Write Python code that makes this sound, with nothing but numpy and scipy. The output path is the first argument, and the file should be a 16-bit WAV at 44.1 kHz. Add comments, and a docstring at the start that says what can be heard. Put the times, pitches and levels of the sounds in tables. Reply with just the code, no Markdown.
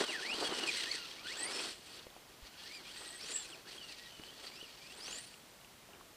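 """Small electric car in snow

A small electric car claws its way through snow in a yard and drives off from a hand-held camera.
Gear whine is gliding partials of the tooth rate; loose teeth are dense grains ringing the chassis.
Churned snow is coloured grains that swell at heaps; the speed controller adds thin high tones.
Ticks and knocks are damped rings with a noise crack, a hand bump is a short low swing,
and shaped noise makes the still winter air and the hiss."""
import sys
import numpy as np
from scipy import signal
from scipy.fft import rfft, irfft, next_fast_len
from scipy.io import wavfile

SR = 44100
rng = np.random.default_rng(int(sys.argv[2]) if len(sys.argv) > 2 else 0)


def transcribe(u):
    """Save the signal u as a 16-bit wav file named by the first command-line argument.

    u: samples, shape (n,) or (channels, n), limited to [-1, 1]; the rate is SR.
    q: integer samples, one column per channel.
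    """
    v = np.clip(np.atleast_2d(u).T, -1, 1)
    q = np.round(v * 32767).astype(np.int16)
    wavfile.write(sys.argv[1], SR, q)


def gain_from_db(level_db):
    """Convert decibel levels to linear amplitude factors (20 dB per decade)."""
    decades = np.asarray(level_db, float) / 20
    return 10 ** decades


N = 271788

# gear whine glides, one list per burst of throttle: start_s, tooth_rate_hz, level_db before partial shares
BURSTS = [
    [(0.006, 3480, -43), (0.068, 3062, -52.5), (0.104, 2728, -42.5), (0.141, 1903, -45.5),
     (0.199, 1465, -46.5), (0.269, 2158, -43), (0.333, 2900, -38.5), (0.361, 3217, -50), (0.429, 3087, -57),
     (0.463, 3313, -45), (0.537, 2960, -54), (0.64, 2860, -43.5), (0.656, 3085, -58), (0.676, 2535, -37),
     (0.695, 2450, -36.5), (0.738, 1590, -59)],
    [(0.75, 2200, -53), (0.802, 2040, -48), (0.85, 1581, -53), (0.922, 2274, -44), (0.99, 1440, -51.5),
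     (1.079, 1320, -66)],
    [(1.181, 1077, -65), (1.233, 1334, -68), (1.261, 1432, -44.5), (1.301, 1880, -46), (1.335, 2520, -49),
     (1.352, 2920, -48), (1.383, 3970, -47), (1.409, 4000, -47), (1.451, 4390, -45), (1.472, 4730, -47),
     (1.51, 5100, -53), (1.54, 5330, -46), (1.576, 5130, -54), (1.602, 5580, -45), (1.63, 5540, -63),
     (1.662, 5090, -64), (1.724, 3910, -67), (1.78, 4170, -70)],
    [(2.5, 1483, -83), (2.56, 1501, -63), (2.61, 1767, -66), (2.66, 1780, -62.5), (2.75, 2500, -52),
     (2.819, 2000, -63)],
    [(2.831, 2060, -74), (2.869, 2450, -54.5), (2.935, 3590, -62), (2.957, 3950, -57), (2.997, 4236, -55),
     (3.031, 4040, -56), (3.071, 4210, -54), (3.097, 4040, -54), (3.141, 4120, -56.5), (3.177, 3930, -52.5),
     (3.215, 5120, -53), (3.296, 6920, -53), (3.322, 6950, -47), (3.358, 7730, -38.5), (3.396, 7570, -42),
     (3.438, 7020, -50), (3.464, 6130, -54), (3.498, 4440, -75), (3.532, 2855, -48.5), (3.58, 1856, -76)],
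    [(3.642, 1391, -73), (3.679, 1736, -55), (3.731, 2870, -66), (3.761, 3415, -61), (3.821, 3000, -54),
     (3.849, 2790, -52), (3.883, 2770, -62), (3.911, 2580, -52), (3.935, 2350, -59), (3.971, 1800, -72),
     (4.011, 1962, -62), (4.085, 1930, -58)],
    [(4.097, 2950, -67), (4.124, 3010, -55), (4.212, 2930, -64), (4.296, 3040, -55.5), (4.334, 3440, -66),
     (4.38, 3500, -63)],
    [(4.462, 1922, -75), (4.506, 2160, -66), (4.579, 2660, -54), (4.621, 3016, -55), (4.699, 2230, -62.5),
     (4.729, 2150, -78)],
    [(4.791, 2200, -64), (4.837, 2436, -62), (4.891, 2660, -62), (4.919, 2750, -59), (4.963, 3835, -58),
     (4.992, 4590, -64), (5.002, 4720, -54), (5.036, 5120, -49), (5.058, 5780, -53), (5.078, 6160, -48),
     (5.112, 6690, -49), (5.172, 7500, -47), (5.208, 8800, -49), (5.278, 9760, -59), (5.3, 9400, -80)],
]
# chassis modes: pitch_hz, width_hz, level_db of the ring under the rattle
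CHASSIS_MODES = [(1900, 90, -21), (2570, 90, -17), (2880, 90, -15.5), (3250, 100, -16), (4080, 110, -16),
                 (4330, 110, -16), (4560, 140, -12), (5250, 120, -20)]


def rms_one(x):
    """Scale to unit power."""
    return x / np.sqrt(np.mean(x ** 2) + 1e-20)


def in_time(rows):
    """Each column of a table as a value per sample, in straight lines between rows."""
    s, *columns = np.transpose(rows)
    return [np.interp(np.arange(N) / SR, s, column) for column in columns]


def drift(rate_hz):
    """Slow chance: noise twice through a one-pole low-pass, spread 1."""
    step = 20   # samples between slow values
    r = np.exp(-2 * np.pi * step * rate_hz / SR)
    noise = rng.standard_normal(N // step + 2002)
    slow = signal.lfilter([1], [1, -2 * r, r * r], noise)[2000:]   # the filter has settled
    return np.interp(np.arange(N) / step, np.arange(len(slow)), rms_one(slow))


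def fade(start_s, end_s, edge_s):
    """A gate with straight edges, half open at start and end."""
    t = np.arange(N) / SR
    return np.clip(np.minimum(t - start_s, end_s - t) / edge_s + .5, 0, 1)


def grains(per_s, spread_db):
    """Random contacts of uneven size and sign; rms 1."""
    sizes = gain_from_db(spread_db * np.minimum(rng.exponential(1, N), 5))
    signed = sizes * rng.choice([-1, 1], N)
    return rms_one(signed * (rng.random(N) < per_s / SR))


def coloured(source, spectrum, patchy_db, patch_rate_hz):
    """A source given a spectrum, split in overlapping bands 0.4 octave apart that each flicker; rms 1."""
    hz, level_db = np.transpose(spectrum)
    size = next_fast_len(N)
    octave = np.log2(np.maximum(np.arange(size // 2 + 1) * SR / size, 1))
    gain_db = np.interp(octave, np.log2(hz), level_db, left=-120, right=-120)
    shaped = rfft(source, size) * gain_from_db(gain_db)
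    out = 0
    for centre in np.arange(np.log2(hz[0]), np.log2(hz[-1]) + .4, .4):
        share = np.clip(1 - np.abs(octave - centre) / .4, 0, 1)
        band = irfft(shaped * share, size)[:N]
        out = out + band * gain_from_db(patchy_db * drift(patch_rate_hz))
    return rms_one(out)


def resonance(x, hz, width_hz):
    """A two-pole peak with gain 1 on top."""
    r = np.exp(-np.pi * width_hz / SR)
    poles = [1, -2 * r * np.cos(2 * np.pi * hz / SR), r * r]
    return signal.lfilter([(1 - r * r) / 2, 0, (r * r - 1) / 2], poles, x)


def taps(events, t60_s, crack_db, crack_t60_s, crack_hz):
    """Each tap is a damped ring with a short crack of low-passed noise on its front."""
    length = 4000   # samples
    out, t = np.zeros(N + length), np.arange(length) / SR
    low_pass = signal.butter(3, crack_hz, fs=SR, output="sos")
    cracks = signal.sosfilt(low_pass, rng.standard_normal((len(events), length)))
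    for (s, level_db, hz), noise in zip(events, cracks):
        ring = np.sin(2 * np.pi * hz * t) * gain_from_db(-60 * t / t60_s)
        crack = gain_from_db(crack_db - 60 * t / crack_t60_s) * noise
        at = round(s * SR)
        out[at:at + length] += gain_from_db(level_db) * (ring + crack)
    return out[:N]


def side_hiss():
    """Faint shaped noise for the difference between the channels."""
    # hiss spectrum: pitch_hz, level_db per Hz (relative)
    hiss_spectrum = [(60, -21), (145, -13), (685, -7), (2450, -17), (3310, -16.5), (4700, -15.5),
                     (5900, -12.5), (12100, -7.5), (15800, -10)]
    return gain_from_db(-75) * coloured(rng.standard_normal(N), hiss_spectrum, patchy_db=.4, patch_rate_hz=5.1)


def winter_air():
    """Still air: shaped noise with a slight flicker in each band."""
    # air spectrum: pitch_hz, level_db per Hz (relative)
    air_spectrum = [(20, -25), (30, -2), (60, -5), (100, -4), (200, -3), (400, -4), (800, -5.5), (1500, -9),
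                    (3000, -9.5), (5000, -12.5), (8000, -16), (12000, -18.5), (15800, -20)]
    return gain_from_db(-59) * coloured(rng.standard_normal(N), air_spectrum, patchy_db=0.3, patch_rate_hz=4.9)


def hand_bump():
    """A hand shifts on the camera: the microphone diaphragm swings low and soon rests."""
    start_s, pitch_hz, level_db, decay_s = 2.424, 50, -48, 0.021
    t = np.clip(np.arange(N) / SR - start_s, 0, None)
    return gain_from_db(level_db) * np.sin(2 * np.pi * pitch_hz * t) * np.exp(-(t / decay_s) ** 2)


def chopper():
    """The speed controller chops the current, and the windings give thin high tones."""
    # chopper tones: start_s, end_s, pitch_hz, level_db before the trim
    chopper_tones = [(.56, 1.05, 11920, -80), (.56, .9, 12075, -86), (2.9, 3.29, 11780, -83)]
    trim_db, flicker_db = 7.0, 2.0
    wander = 1 + .001 * drift(5)
    out = 0
    for start_s, end_s, hz, level_db in chopper_tones:
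        level = gain_from_db(level_db + trim_db + flicker_db * drift(25)) * fade(start_s, end_s, .04)
        out = out + level * np.sin(2 * np.pi * hz * np.cumsum(wander) / SR)
    return out


def knocks():
    """Dull knocks close to the microphone: low damped rings with a dark crack."""
    # dull knocks: start_s, level_db of the ring at its start, pitch_hz
    knock_events = [(0.346, -36, 362), (0.425, -31, 920), (0.493, -33, 453), (1.257, -49, 324),
                    (2.068, -38.5, 517), (2.165, -42.5, 750), (4.197, -41, 338), (4.628, -43, 436),
                    (5.084, -43, 400), (5.889, -47, 700), (6.0105, -44, 1100)]
    return taps(knock_events, t60_s=0.018, crack_db=-3.0, crack_t60_s=.018, crack_hz=2400)


def ticks():
    """Bright ticks: high damped rings with a brief crack; most are close to the microphone, one is a flick from
    the whining gears."""
    # bright ticks, mostly close to the microphone; the one at 4.2365 s is a brief flick of the gear whine:
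    # start_s, level_db of the ring at its start, pitch_hz
    tick_events = [(0.836, -31, 3260), (0.9755, -46, 3020), (1.3374, -36, 2700), (1.9938, -40, 3670),
                   (2.0283, -47, 4060), (2.1026, -47.5, 3460), (2.542, -44, 2900), (2.7133, -44, 4270),
                   (2.855, -45, 2530), (2.9744, -39, 3790), (3.358, -36, 2720), (3.7298, -38, 2940),
                   (4.105, -44, 2920), (4.2365, -37, 3020), (4.446, -53, 3150), (4.474, -42, 4160),
                   (5.0802, -35, 2810), (5.1282, -33, 2900), (5.3412, -40.5, 2800), (5.6131, -51, 2830),
                   (5.647, -46, 2740), (5.934, -44, 2780), (5.9494, -49, 2340)]
    return taps(tick_events, t60_s=0.012, crack_db=-5, crack_t60_s=0.005, crack_hz=8200)


def churned_snow(snow_db):
    """Lumps break under tyres and skis as coloured grains, swelling where the car breaks through a heap."""
    # heaps of snow: peak_s, peak_db before the trim
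    heap_events = [(0.013, -34), (0.428, -32.5), (0.65, -37.5), (1.27, -51.5), (2.62, -54), (2.81, -53),
                   (3.02, -51.5), (3.31, -51), (3.5, -60), (3.67, -55.5), (3.76, -56), (4.44, -58),
                   (4.99, -51), (5.1, -59), (5.9, -61.5), (5.94, -56), (6.0, -60)]
    # spectrum of breaking snow: pitch_hz, level_db per Hz (relative)
    snow_spectrum = [(70, -43), (130, -19.5), (230, -3), (370, 3), (520, -2.5), (750, -3.5), (1400, -4.5),
                     (2200, -11), (3500, -45)]
    rise_db_per_s, fall_db_per_s, trim_db = 346, 259, -4.1
    t = np.arange(N) / SR
    heaps = 0
    for s, peak_db in heap_events:
        below_peak_db = np.maximum((s - t) * rise_db_per_s, (t - s) * fall_db_per_s)
        heaps = heaps + gain_from_db(peak_db - below_peak_db)
    lumps = grains(1800, spread_db=1.5) * gain_from_db(1.6 * drift(24.5))
    texture = coloured(lumps, snow_spectrum, patchy_db=2.0, patch_rate_hz=14.3)
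    return gain_from_db(trim_db) * np.hypot(gain_from_db(snow_db), heaps) * texture


def gear_rattle(rattle_db):
    """Dense slack-tooth impacts, broad and through the chassis modes; they come in clumps."""
    # spectrum of the rattle's body: pitch_hz, level_db per Hz (relative)
    body_spectrum = [(900, -20.5), (1500, -8.5), (2200, -8.5), (3200, -3), (4500, -4.5), (5500, -10),
                     (6300, -9), (6750, -24), (7500, -47)]
    # spectrum of the rattle's treble: pitch_hz, level_db per Hz (relative)
    treble_spectrum = [(6200, -53), (6800, -8), (7200, 0), (8300, 1), (9400, -2.5), (10300, -11),
                       (11200, -19), (13000, -36), (15800, -36)]
    trim_db = -5.0
    tooth_hz = in_time(sum(BURSTS, []))[0]
    treble_db = -9 + 3.5 * np.log2(tooth_hz / 2500)   # brighter by 3.5 dB per octave of tooth rate
    impacts = grains(6000, spread_db=2.5) * gain_from_db(1.72 * drift(35))
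    rings = 0
    for hz, width_hz, level_db in CHASSIS_MODES:
        rings = rings + gain_from_db(level_db + 4.0 * drift(11)) * rms_one(resonance(impacts, hz, width_hz))
    body = coloured(impacts, body_spectrum, patchy_db=0.99, patch_rate_hz=21) + rings
    treble = gain_from_db(treble_db) * coloured(impacts, treble_spectrum, patchy_db=2.5, patch_rate_hz=29)
    return gain_from_db(rattle_db + trim_db) * (body + treble)


def gear_whine():
    """Teeth meet at a rate set by wheel speed; pitch and level of every partial waver."""
    # shares of the partials as gears speed up: tooth_rate_hz, tooth_db, octave_db, slower_pair_db
    partial_shares = [(1210, 0, 7, -22), (1500, -1.5, -12, -28), (2120, -1.5, -5, -29),
                      (2450, -2, -1.5, -21), (2700, -0.5, -7, -18), (2980, 0, -18.5, -22),
                      (3500, -1, -14, -6), (4000, -20, 3, -11), (4630, -4, -4, -5), (5100, 1.5, -18.5, -11),
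                      (6090, -2.5, -32, -10), (7640, -0.5, -35, -20), (9500, -3, -35, -17)]
    # how each burst loads the teeth, added to those shares: octave_db, slower_pair_db
    burst_loads = [(-7.5, 0), (3, -4), (2, 3), (0, -4), (-1, 2), (-4, 2), (-8, -6), (2, -2), (0.5, -9)]
    slow_pair_ratio = .46   # tooth rate of the slower gear pair over the main one
    wobble_share, flutter_db = .014, 3.5
    teeth_per_turn, runout_share = 12.5, .35
    echo_s, echo_share = .0021, 0.19

    shake = 1 + wobble_share * (drift(30) + .6 * drift(150))
    flutter = []
    for depth in (1, 1.4, 1.2, 1.5, 1.5):   # one per partial; deeper flutter sits lower
        flutter.append(gain_from_db(depth * flutter_db * (drift(55) + .5 * drift(200)) + 2.5 - 2 * depth))
    speeds_hz, *shares = np.transpose(partial_shares)
    out = np.zeros(N)
    for burst, (octave_lift_db, pair_lift_db) in zip(BURSTS, burst_loads):
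        tooth_hz, level_db = in_time(burst)
        tooth_db, octave_db, pair_db = (
            level_db + np.interp(np.log(tooth_hz), np.log(speeds_hz), share_db) for share_db in shares)
        phase = 2 * np.pi * np.cumsum(tooth_hz * shake) / SR
        runout = 1 + runout_share * np.sin(phase / teeth_per_turn)   # an off-centre pinion beats once a turn
        partials = [(1, tooth_db),
                    (2, octave_db + octave_lift_db),
                    (slow_pair_ratio, pair_db + pair_lift_db),
                    (slow_pair_ratio / 2, tooth_db - 17.5),
                    (3, octave_db - 10.0)]
        sound = 0
        for (ratio, partial_db), flicker in zip(partials, flutter):
            top_fade = np.clip((12000 - ratio * tooth_hz) / 1000, 0, 1)   # silent above 12 kHz
            sound = sound + gain_from_db(partial_db) * flicker * np.sin(ratio * phase) * top_fade
        out += sound * runout * fade(burst[0][0], burst[-1][0], 0.022)

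    # a partial swells as it crosses a chassis mode
    out = out + 0.25 * sum(resonance(out, hz, 2 * width_hz) for hz, width_hz, _ in CHASSIS_MODES)
    # the bounce off the snow makes a gliding tone swell and fade
    lag = round(echo_s * SR)
    return out + echo_share * np.concatenate([np.zeros(lag), out[:-lag]])


def microphone_port(x):
    """The microphone's port swallows part of a narrow band around 6750 Hz."""
    return x - .7 * resonance(x, hz=6750, width_hz=500)


def scene():
    """All sources reach one microphone; its port acts on the whine and the taps."""
    # the car at work: start_s, rattle_db, snow_db (both before their trims)
    work_levels = [(0.0, -33, -46), (0.07, -42.5, -42.5), (0.2, -44, -49.5), (0.29, -44.5, -44.5),
                   (0.33, -42, -45), (0.48, -41, -41), (0.65, -40.5, -43), (0.72, -37.5, -50.5),
                   (0.95, -42, -52.5), (1.03, -45.5, -55), (1.23, -53, -56), (1.27, -44.5, -62),
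                   (1.38, -46.5, -49.5), (1.47, -42.5, -44.5), (1.68, -41.5, -45), (1.73, -48.5, -60),
                   (1.79, -56.5, -66), (1.95, -49.5, -57.5), (2.01, -58, -59), (2.06, -63, -64),
                   (2.4, -68, -63), (2.47, -48, -65), (2.5, -66, -68), (2.59, -52.5, -74), (2.76, -50, -62),
                   (2.81, -55.5, -59), (2.86, -50.5, -64), (3.05, -50, -58), (3.17, -52.5, -62),
                   (3.23, -49, -55), (3.31, -44, -53), (3.5, -52.5, -54.5), (3.6, -58.5, -57),
                   (3.64, -67, -64), (3.69, -50, -68), (3.76, -50.5, -69), (3.81, -54, -68),
                   (3.91, -52, -58), (4.05, -53.5, -77), (4.2, -58, -59), (4.43, -52.5, -58),
                   (4.44, -47.5, -50), (4.51, -55, -58.5), (4.75, -56, -65), (4.98, -52.5, -60),
                   (5.03, -51.5, -58), (5.16, -46, -51.5), (5.28, -58, -77), (5.39, -63.5, -65),
                   (5.82, -78, -75), (6.16, -87, -80)]
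    rattle_db, snow_db = in_time(work_levels)
    pitched = microphone_port(gear_whine() + ticks() + knocks())
    car = gear_rattle(rattle_db) + churned_snow(snow_db) + chopper()
    return np.tile(pitched + car + hand_bump() + winter_air(), (2, 1))


def band_limit(x):
    """A steep low-pass at the top of the band."""
    return signal.sosfilt(signal.butter(12, 15540, fs=SR, output="sos"), x)


def record(dry):
    """A faint hiss of opposite sign sets the two channels apart; the top is cut steeply."""
    stereo = dry + side_hiss() * [[1], [-1]]
    top_cut = signal.ellip(10, .3, 60, 15420, fs=SR, output="sos")   # ripple dB, stop dB, edge Hz
    mix = signal.sosfilt(top_cut, stereo)
    return band_limit(mix)


dry = scene()
out = record(dry)
transcribe(out)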